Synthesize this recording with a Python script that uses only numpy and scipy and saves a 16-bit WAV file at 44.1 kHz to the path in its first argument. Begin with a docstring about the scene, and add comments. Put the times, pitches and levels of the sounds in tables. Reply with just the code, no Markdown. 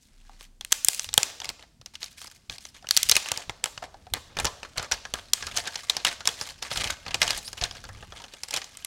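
"""Thin protective film, peeled off a phone by hand and pulled away, close-miked in a small, bare room.
Creases buckle with sharp snaps: short and bright in taut film, longer and duller in slack film.
Each pull makes the film crinkle and slide over the glass; near the end it squeaks under a fingertip.
The grip on the phone gives soft low bumps. The loudest snaps overload the recorder."""
import sys
import numpy as np
from scipy import signal
from scipy.fft import rfft, irfft, next_fast_len
from scipy.io import wavfile
from scipy.ndimage import uniform_filter1d

SR = 44100
rng = np.random.default_rng(int(sys.argv[2]) if len(sys.argv) > 2 else 0)


def wav_record(signal):
    """Record a signal, one row per channel, as 16-bit PCM in the file named by sys.argv[1]."""
    frames = np.transpose(np.atleast_2d(signal))
    bounded = np.clip(frames, -1, 1)
    # unit amplitude maps onto the largest positive 16-bit level
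    quanta = np.round(bounded * 32767).astype(np.int16)
    wavfile.write(sys.argv[1], SR, quanta)


N = 390726
TIME = np.arange(N) / SR

# buckling creases: time_s, level_db, facet_hz, boom_re_level_db, sizzle_re_level_db
SNAPS = [(0.295, -59, 780, 13.5, -14), (.4093, -44.5, 3380, -5.5, -10), (.61, -33, 3360, -13.5, -12),
         (0.6486, -34, 8650, -21, -1), (0.722, -22.5, 6500, -11.5, 4.5), (0.7254, -13, 6240, -22.5, -2),
         (0.8476, -24.5, 6100, -33, 8.5), (.885, -14.5, 4930, -16.5, 4.5), (0.9323, -36, 7600, -24, 3),
         (0.9468, -36, 5660, -26, 5), (0.9951, -23.5, 6500, -23, -5.5), (1.0441, -33, 3630, -15, -4),
         (1.0897, -32.5, 3630, -15, -17), (1.1303, -35, 3750, -16, -20), (1.14, -23, 7300, -18.5, 1),
         (1.1779, -9, 3300, -10, -3.5), (1.231, -19.5, 7500, -20, -1), (1.4018, -33, 6400, -13, -12),
         (1.4177, -33.5, 3450, -5, -21), (1.445, -32.5, 2200, -21, -9.5), (1.455, -33.5, 5000, -10, -11),
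         (1.4911, -27, 4540, -14.5, -7.5), (1.5, -38, 2290, -2, -4), (1.6256, -46.5, 3100, -6.5, -12.5),
         (1.8138, -47.5, 4300, -5, -13.5), (1.8604, -36, 6210, -17.5, -10), (1.954, -34.5, 3000, -30, -15),
         (2.0186, -41, 3300, -16, -14), (2.0299, -29, 4650, -17, -16), (2.042, -35.5, 6000, -26, -3),
         (2.061, -43, 4730, -18, -10), (2.216, -40, 3340, -7, -3), (2.2443, -47.5, 10000, 3, 3),
         (2.277, -45.5, 4940, -6, -8), (2.4974, -29.5, 4160, -14, -20), (2.5829, -39, 4940, -16, -9),
         (2.6527, -36.5, 5960, -11, -13), (2.8258, -51, 710, 1.5, -14), (2.8444, -53.5, 1440, 12, -27),
         (2.87, -36, 2940, -17, -20), (2.8887, -30, 4500, -21, -5), (2.9093, -14, 4400, -36, -7),
         (2.9665, -15, 4700, -21.5, -5), (2.9734, -12.5, 5500, -28, -3.5), (3.0307, -18.5, 5970, -45, -1.5),
         (3.0888, -26, 4870, -28, -2), (3.0955, -13.5, 5560, -19.5, -3.5), (3.1141, -15, 6200, -23, -0.5),
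         (3.1191, -14, 4150, -15.5, -15), (3.1553, -21, 5910, -16, -12), (3.1657, -15.5, 2550, -13.5, -5),
         (3.2868, -30, 6000, -30, -7), (3.3173, -20.5, 6600, -7.5, -3.5), (3.3748, -28.5, 4900, -11, -4),
         (3.4957, -29, 2170, -1.5, -15.5), (3.6407, -21, 7800, -10.5, 0), (3.658, -30, 3140, -2.5, -5),
         (3.777, -34, 2820, -3.5, -26), (3.8237, -48, 755, 17.5, -19), (3.943, -53, 836, 11, -24),
         (4.0678, -52, 710, 10.5, -18), (4.1374, -21, 4000, -9.5, -4.5), (4.3687, -30, 2320, -0.5, -14),
         (4.388, -25.5, 3760, -1.5, -11), (4.3992, -26.5, 2340, -2, -2), (4.4461, -31.5, 6900, 6, 4),
         (4.453, -21, 5900, -4, -4.5), (4.4667, -24.5, 1050, -3.5, -22), (4.631, -34.5, 2560, -2.5, -15),
         (4.7748, -32, 2190, -6, -6), (4.7801, -24, 4270, -8, -9), (4.796, -31, 1500, -2, -26),
         (4.827, -38, 1340, 3, 0), (4.9143, -26, 1510, -2, -6), (4.9205, -17.5, 5600, -36, -12.5),
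         (4.939, -34, 5440, -8, -15), (5.0523, -34.5, 1690, -0.5, -20), (5.1387, -25, 3200, -5, -4),
         (5.3344, -15, 5870, -25, -1.5), (5.4253, -30, 1620, -4.5, -23), (5.468, -29.5, 1320, -4, -9),
         (5.5658, -31, 5050, -22, 0), (5.5731, -22.5, 6060, -21, -3.5), (5.6547, -37, 4040, -8.5, -16),
         (5.674, -27.5, 1650, -4.5, -7.5), (5.7565, -26, 5800, -11.5, -16),
         (5.8976, -14.5, 3900, -18.5, -11), (5.9673, -23, 4840, -8.5, -10.5),
         (6.0487, -16.5, 2830, -10, -6.5), (6.067, -22, 3600, -14, -10), (6.0882, -28.5, 4000, -8, -16),
         (6.206, -36, 1430, -1, -19), (6.2547, -28, 3280, -10, -10), (6.2742, -15.5, 5270, -10, -4),
         (6.2885, -26, 3330, -7, -10), (6.4122, -26.5, 5170, -5.5, -11.5), (6.6259, -29, 5500, -7.5, -9),
         (6.7142, -28, 3770, -1.5, -23), (6.7735, -25, 3240, -14, -7), (6.8104, -27.5, 2840, -13, -21),
         (6.842, -24.5, 3080, -31, -9.5), (6.874, -28.5, 2520, -30, -12), (6.9051, -27.5, 6560, -22, -3),
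         (7.064, -33.5, 2310, -2.5, -20), (7.0816, -33, 4470, -8, -18), (7.1084, -33, 2720, -14, -16),
         (7.1437, -19.5, 2520, -9, -9.5), (7.217, -13.5, 2090, -11, -11.5), (7.2285, -18.5, 5600, -12, -14),
         (7.278, -23.5, 3080, -8.5, -7), (7.3059, -19.5, 4740, -12, -9), (7.377, -43.5, 9400, 2, 11.5),
         (7.4785, -33, 5070, -12.5, -21), (7.53, -35.5, 4950, -6, -4), (7.577, -37.5, 3020, -6, -12),
         (7.6133, -27, 4870, -19, -31), (7.6384, -20.5, 4130, -24, -10), (7.711, -34, 4980, -8, -18),
         (7.8402, -42.5, 1480, 2, -6.5), (7.8515, -42, 4670, -6, -23), (7.8896, -44, 1900, 6, -7),
         (8.026, -44.5, 2780, 5, -22), (8.1223, -40.5, 3320, 1.5, -39), (8.2, -44.5, 920, 2.5, -18),
         (8.2193, -44, 3500, -4, -7), (8.2399, -38.5, 2830, -3, -17), (8.337, -39.5, 2950, -5, -8),
         (8.4344, -29.5, 5100, -13.5, -5), (8.485, -39, 4860, -9, -2), (8.508, -31.5, 5240, -25, -4),
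         (8.5395, -24.5, 2580, -8, -4), (8.5634, -25.5, 4400, -21, -7), (8.5722, -26.5, 2780, -8, -8),
         (8.6173, -33.5, 1900, -11, -18), (8.643, -39, 6600, -10, -5), (8.7712, -44.5, 7400, -11, 5.5),
         (8.8477, -32.5, 10000, -21, 3)]
# how the film is held: time_s, slack (0-1), idle_rustle_db, idle_rumble_db
HOLD = [(0, 0, -70.5, -65), (.35, 0, -61.5, -67), (.58, 0.17, -84, -64.5), (.86, 0, -70, -60.5),
        (1.45, 0.22, -53.5, -62.5), (1.78, 0.3, -80, -62), (2.1, 0.32, -62.5, -61.5),
        (2.42, 0.26, -67, -64.5), (2.92, 0.09, -62.5, -59), (3.2, 0.3, -62.5, -63), (4, 0.03, -65.5, -55.5),
        (4.4, 0.6, -59.5, -55.5), (5.32, 0.19, -58, -57), (5.55, 0.57, -46.5, -61), (6.3, 0.5, -58, -56.5),
        (7.2, 0.53, -56, -55), (8, 0.45, -57.5, -49.5), (8.35, 0.73, -55.5, -63.5), (8.86, 0.3, -53.5, -61)]


def amp(db):
    return 10 ** (np.asarray(db) / 20)


def unit_energy(x):
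    return x / np.sqrt(np.sum(x ** 2) + 1e-20)


def unit_rms(x):
    return unit_energy(x) * np.sqrt(len(x))


def at_hz(points, hz):
    """Interpolate on a log-frequency axis."""
    point_hz, value = np.transpose(points)
    return np.interp(np.log(hz + 1), np.log(point_hz + 1), value)


def hold_curve(column):
    rows = np.array(HOLD)
    return np.interp(TIME, rows[:, 0], rows[:, column])


def by_slack(taut, slack):
    """Per-sample blend of a taut-film and a slack-film value."""
    return taut + (slack - taut) * hold_curve(1)


def add(mix, start_s, sound):
    part = mix[max(round(start_s * SR), 0):][:len(sound)]
    part += sound[:len(part)]


def response(points, size=2048):
    """Minimum-phase taps from freq_hz, gain_db points."""
    log_gain = np.log(amp(at_hz(points, abs(np.fft.fftfreq(size, 1 / SR)))))
    spectrum = np.exp(np.conj(signal.hilbert(log_gain)))
    return np.fft.ifft(spectrum).real[:size // 2]


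def fir(x, taps):
    return signal.oaconvolve(x, taps)[:len(x)]


def gesture(length_s, attack_s, release_s, sag_db=-1):
    """Envelope of one hand movement: attack, sagging hold, release."""
    t = TIME[:SR]
    attack = np.minimum(t / attack_s, 1)
    sag = amp(sag_db * np.minimum(t / length_s, 1))
    return attack * sag * np.exp(-np.maximum(t - length_s, 0) / release_s)


def film_mode(x, hz, width_hz):
    """One resonance of the film, at unit energy."""
    r = np.exp(-np.pi * width_hz / SR)
    return unit_energy(signal.lfilter([1, 0, -1], [1, -2 * r * np.cos(2 * np.pi * hz / SR), r * r], x))


def bending_waves(t60_s, crack):
    """A crack, then waves that bounce about the film and die fast."""
    t = TIME[:2048]
    waves = unit_energy(rng.standard_normal(len(t)) * amp(-60 * t / max(t60_s, .002)))
    return unit_energy(waves + crack * (t == 0))


def effort(release_s=0.012, stir_s=0.015, stir_lead_s=0.0031):
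    """Film level (dB) and power-weighted tilt (dB/oct) from idle rustle, pulls and snaps."""
    # pulls and crumples: start_s, length_s, level_db, tilt_db_per_oct
    pulls = [(0, 0.077, -70, 11), (.385, 0.068, -53, 2), (0.704, 0.035, -48, 0.5), (0.831, 0.23, -46, 4),
             (1.196, .11, -47, -1), (1.429, 0.05, -44, -3), (1.58, 0.059, -55.5, -4),
             (1.936, 0.011, -52, 0), (1.995, 0.082, -50, 1.5), (2.101, 0.029, -59.5, 6.5),
             (2.162, .11, -49.5, 3), (2.295, .025, -52.5, 2.5), (2.344, .022, -59, 5),
             (2.499, 0.055, -46, 1), (2.595, .1, -56, 5), (2.74, .04, -51, -1), (2.89, 0.19, -42, 2),
             (3.099, 0.18, -40.5, 1), (3.149, 0.012, -22.5, 2.5), (3.225, 0.2, -41.5, -2.5),
             (3.633, .04, -45, -5.5), (3.822, 0.027, -43, -3.5), (4.133, 0.04, -42.5, -6.5),
             (4.281, 0.098, -64.5, -20), (4.365, 0.12, -45, -1), (4.644, 0.018, -46.5, -4),
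             (4.755, 0.1, -41.5, -4), (4.921, 0.026, -34.5, -2), (5.134, 0.0635, -43.5, -3.5),
             (5.338, 0.27, -46, -1.5), (5.554, 0.045, -30.5, -.5), (5.641, 0.036, -39.5, -4),
             (5.699, .15, -46, 0.5), (5.913, 0.099, -46, -4.5), (6.046, 0.041, -28.5, -1.5),
             (6.108, 0.025, -37, -1), (6.25, 0.11, -46, 1), (6.369, 0.14, -41, 0.5), (6.614, 0.06, -39, -2),
             (6.69, 0.14, -35, 0), (6.745, 0.18, -34, -2), (7.047, 0.11, -45, -4.5),
             (7.196, 0.14, -33, -1.5), (7.343, 0.044, -36.5, 1), (7.39, 0.12, -55, 9),
             (7.57, 0.018, -40.5, -1), (7.606, 0.051, -34.5, -3), (7.747, 0.028, -44, -2),
             (7.92, 0.098, -55, -3.5), (8.15, 0.044, -46, -2.5), (8.502, 0.081, -35.5, -1.5)]
    power = amp(hold_curve(2)) ** 2
    weighted_tilt = -0.11 * power
    for start_s, length_s, level_db, tilt_db_per_oct in pulls:
        pull = (amp(level_db) * gesture(length_s, 0.2 * length_s, release_s)) ** 2
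        add(power, start_s, pull)
        add(weighted_tilt, start_s, tilt_db_per_oct * pull)
    # small creases stir around each snap
    stir_db = by_slack(taut=-26.5, slack=-15.5)
    for time_s, level_db, *_ in SNAPS:
        stir = amp(level_db + stir_db[round(time_s * SR)]) * gesture(stir_s, stir_lead_s, release_s)
        add(power, time_s - stir_lead_s, stir ** 2)
    return 10 * np.log10(power), weighted_tilt / power


def sliding(catch_db=3.5, catch_s=0.0024):
    """Film on glass: a hiss that catches and lets go."""
    grab = unit_rms(uniform_filter1d(rng.standard_normal(N), int(catch_s * SR)))
    return unit_rms(rng.standard_normal(N) * amp(catch_db * grab))


def tiny_creases(ticks_per_s=330, spread_db=3.5, count=24):
    """Small creases tick at random, each at its own pitch; a few ticks stand out."""
    out = np.zeros(N)
    for hz in np.geomspace(700, 12000, count):
        strength = amp(spread_db * np.minimum(rng.exponential(1, N), 3.5))
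        ticks = strength * (rng.random(N) < ticks_per_s / count / SR)
        waves = bending_waves(t60_s=rng.uniform(0.02, 0.064), crack=0.75)
        ring = 0.97 * np.sqrt(hz / 10000) * film_mode(waves, hz, width_hz=0.063 * hz)
        out += fir(ticks, unit_energy(waves + ring))
    return unit_rms(out)


def crinkle(gain_db=0.5, tick_db=10, leveling_s=0.057, pivot_hz=3000):
    """Film slides under light effort and ticks under more; slack film buckles sooner."""
    # crinkle spectrum: freq_hz, density_db
    film_spectrum = [(100, -18.5), (250, -7.5), (400, -7), (600, 1.5), (800, -1.5), (1800, 2.5), (3000, 3),
                     (5000, 2.5), (7000, -0.5), (10000, -7), (12500, -14), (16000, -21.5)]
    effort_db, tilt_db_per_oct = effort()
    buckle_db = by_slack(taut=-51, slack=-62)
    tick_gain = amp(tick_db + np.minimum(effort_db - buckle_db, 0))
    grains = sliding() + tick_gain * tiny_creases()
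    grains /= np.sqrt(uniform_filter1d(grains ** 2, int(leveling_s * SR)) + 1e-9)
    # time-varying tilt over seven octave bands
    size = next_fast_len(N)
    spectrum = rfft(unit_rms(fir(grains, response(film_spectrum))), size)
    octave = np.clip(np.log2((np.fft.rfftfreq(size, 1 / SR) + 1) / pivot_hz), -3, 3)
    out = np.zeros(N)
    for centre_oct in range(-3, 4):
        band = irfft(spectrum * np.maximum(1 - abs(octave - centre_oct), 0), size)[:N]
        out += band * amp(tilt_db_per_oct * centre_oct)
    return amp(effort_db + gain_db) * out


def handling(gain_db=-1, jolts_per_s=45, spread_db=7.5, rub=0.53):
    """Fingers shift on the phone in small jolts over light, steady rubbing."""
    # grip shifts: start_s, length_s, level_db
    shifts = [(0.873, .02, -63.5), (1.064, 0.1, -53), (1.463, 0.045, -52), (2.491, 0.028, -48),
              (3.02, .15, -52), (3.31, .025, -55), (3.47, 0.038, -49), (4.121, 0.025, -39),
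              (4.368, 0.093, -36.5), (4.769, 0.024, -42), (4.917, 0.028, -46), (5.125, 0.042, -48),
              (5.407, 0.23, -51.5), (6.744, 0.17, -42.5), (7.064, 0.31, -49.5), (7.613, 0.023, -36),
              (7.85, 0.31, -60)]
    # handling rumble spectrum: freq_hz, density_db
    rumble_spectrum = [(10, -23), (25, -4), (45, -1.5), (65, 0.5), (100, -4), (150, -12), (220, -17),
                       (400, -24), (1000, -53.5)]
    grip = amp(hold_curve(3))
    for start_s, length_s, level_db in shifts:
        add(grip, start_s, amp(level_db) * gesture(length_s, attack_s=0.0044, release_s=0.017))
    jolts = rng.standard_normal(N) * amp(spread_db * rng.exponential(1, N))
    jolts *= rng.random(N) < jolts_per_s / SR
    force = unit_rms(jolts) + rub * rng.standard_normal(N)
    rumble = fir(force, response(rumble_spectrum, size=16384))
    rumble /= np.sqrt(uniform_filter1d(rumble ** 2, size=4500) + 1e-9)
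    return amp(gain_db) * grip * rumble


def room_air(level_db=-68):
    """Steady noise of still air."""
    # room tone: freq_hz, density_db
    air_spectrum = [(40, -17), (120, -16), (220, -4.5), (400, -21), (1000, -28), (3000, -33.5), (8000, -29),
                    (16000, -42)]
    return amp(level_db) * unit_rms(fir(rng.standard_normal(N), response(air_spectrum, size=16384)))


def bumps():
    """Soft knocks of hands and arms; each swells and dies on one low note."""
    # knocks: start_s, level_db, pitch_hz, swell_s
    knocks = [(0.099, -48, 29.4, 0.19), (1.797, -48.5, 122, 0.0062), (7.89, -40, 98, 0.024)]
    out, t = np.zeros(N), TIME[:SR]
    for start_s, level_db, pitch_hz, swell_s in knocks:
        envelope = t / swell_s * np.exp(1 - t / swell_s)
        add(out, start_s, amp(level_db) * envelope * np.sin(2 * np.pi * pitch_hz * t))
    return out


def snaps(crack, mode_share, pivot_hz=4000):
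    """A crease flips: its facet rings, the sheet booms, the fold sizzles. Large, low facets ring longest."""
    # facets beside a crease: freq_hz, density_db
    facet_spectrum = [(500, -46), (1100, -12), (1550, -5.5), (2500, 1.5), (4000, 2.5), (6300, 0.5),
                      (7500, -11), (10000, -41.5)]
    # whole sheet, jolted: freq_hz, density_db
    sheet_spectrum = [(30, -15.5), (100, -2.5), (200, -5.5), (330, -9), (550, -1), (780, 0), (1000, -1),
                      (1400, -3.5), (1800, -4.5), (3000, -41.5)]
    # crack at the fold: freq_hz, density_db
    fold_spectrum = [(4000, -38.5), (6200, -1), (7200, 7), (9500, 2), (12000, -4.5), (14500, -8.5),
                     (16500, -15)]
    facet, sheet = response(facet_spectrum), response(sheet_spectrum)
    pivot_t60_s = by_slack(taut=0.006, slack=0.043)
    tilt_db_per_oct = by_slack(taut=4.5, slack=-9)
    scale = np.sqrt(.005 * SR)  # energy of 5 ms at rms 1
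    out = np.zeros(N)
    for time_s, level_db, facet_hz, boom_db, sizzle_db in SNAPS:
        i = round(time_s * SR)
        t60_s = pivot_t60_s[i] * (pivot_hz / facet_hz) ** 0.42
        fold = response([(hz, db + tilt_db_per_oct[i] * np.log2(hz / pivot_hz))
                         for hz, db in fold_spectrum])
        parts = (facet, 0, t60_s), (sheet, boom_db, 2.6 * t60_s), (fold, sizzle_db, 0.7 * t60_s)
        for taps, part_db, part_t60_s in parts:
            waves = bending_waves(part_t60_s, crack)
            waves += mode_share * film_mode(waves, facet_hz, width_hz=0.11 * facet_hz)
            add(out, time_s, scale * amp(level_db + part_db) * unit_energy(fir(waves, taps)))
    return out


def squeaks(jitter=0.078, overtone=0.92):
    """Stick-slip under a fingertip: an unsteady whistle, rising as the film tightens."""
    # slips: start_s, length_s, first_hz, last_hz, level_db
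    slips = [(7.441, .054, 3700, 5540, -41), (8.793, .03, 3630, 6600, -61)]
    out = np.zeros(N)
    for start_s, length_s, first_hz, last_hz, level_db in slips:
        progress = np.linspace(0, 1, int(length_s * SR))
        wobble = unit_rms(uniform_filter1d(rng.standard_normal(SR), size=16))[:len(progress)]
        glide_hz = first_hz + (last_hz - first_hz) * np.sqrt(progress)
        phase = 2 * np.pi * np.cumsum(glide_hz * (1 + jitter * wobble)) / SR
        tone = np.sin(phase) + overtone * np.sin(2 * phase)
        add(out, start_s, amp(level_db) * np.sin(np.pi * progress) * tone)
    return out


def reverb(x, tail_db=-18, build_s=0.011):
    """Faint tail from the bare walls."""
    # room decay: freq_hz, t60_s
    decay = [(100, .5), (400, 0.78), (1000, 0.5), (3000, 0.64), (6000, 0.61), (10000, 0.41), (16000, 0.43)]
    # tail colour: freq_hz, gain_db
    colour = [(100, -9), (400, 8.5), (1000, 7), (2300, 0.5), (4500, 2.5), (6500, 0), (10000, 2),
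              (16000, 1.5)]
    hz, t, bins = signal.stft(rng.standard_normal(SR), SR, nperseg=256)
    bins *= amp(at_hz(colour, hz)[:, None] - 60 * t / at_hz(decay, hz)[:, None])
    tail = signal.istft(bins, SR, nperseg=256)[1][:SR]
    tail *= 1 - np.exp(-TIME[:SR] / build_s)
    return amp(tail_db) * fir(x, unit_energy(tail))


def scene(desk_db=-17, desk_delay_s=.0024):
    """Film heard direct, off the desk and off the walls, plus hands and air; mono."""
    rustle = crinkle() + squeaks()
    direct = snaps(crack=0.35, mode_share=0.35) + rustle
    desk = amp(desk_db) * np.interp(TIME - desk_delay_s, TIME, direct, left=0)
    # walls gather sound from all directions, so no one pitch stands out
    walls = reverb(snaps(crack=3.6, mode_share=0.067) + rustle)
    return (direct + desk + walls + handling() + bumps() + room_air())[None]


def record(dry, cutoff_hz=16100):
    """Clip at full scale, then low-pass."""
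    lowpass = signal.firwin(255, cutoff_hz, window=("kaiser", 8), fs=SR)
    return signal.oaconvolve(np.clip(dry, -1, 1), lowpass[None], "same")


dry = scene()
out = record(dry)
wav_record(out)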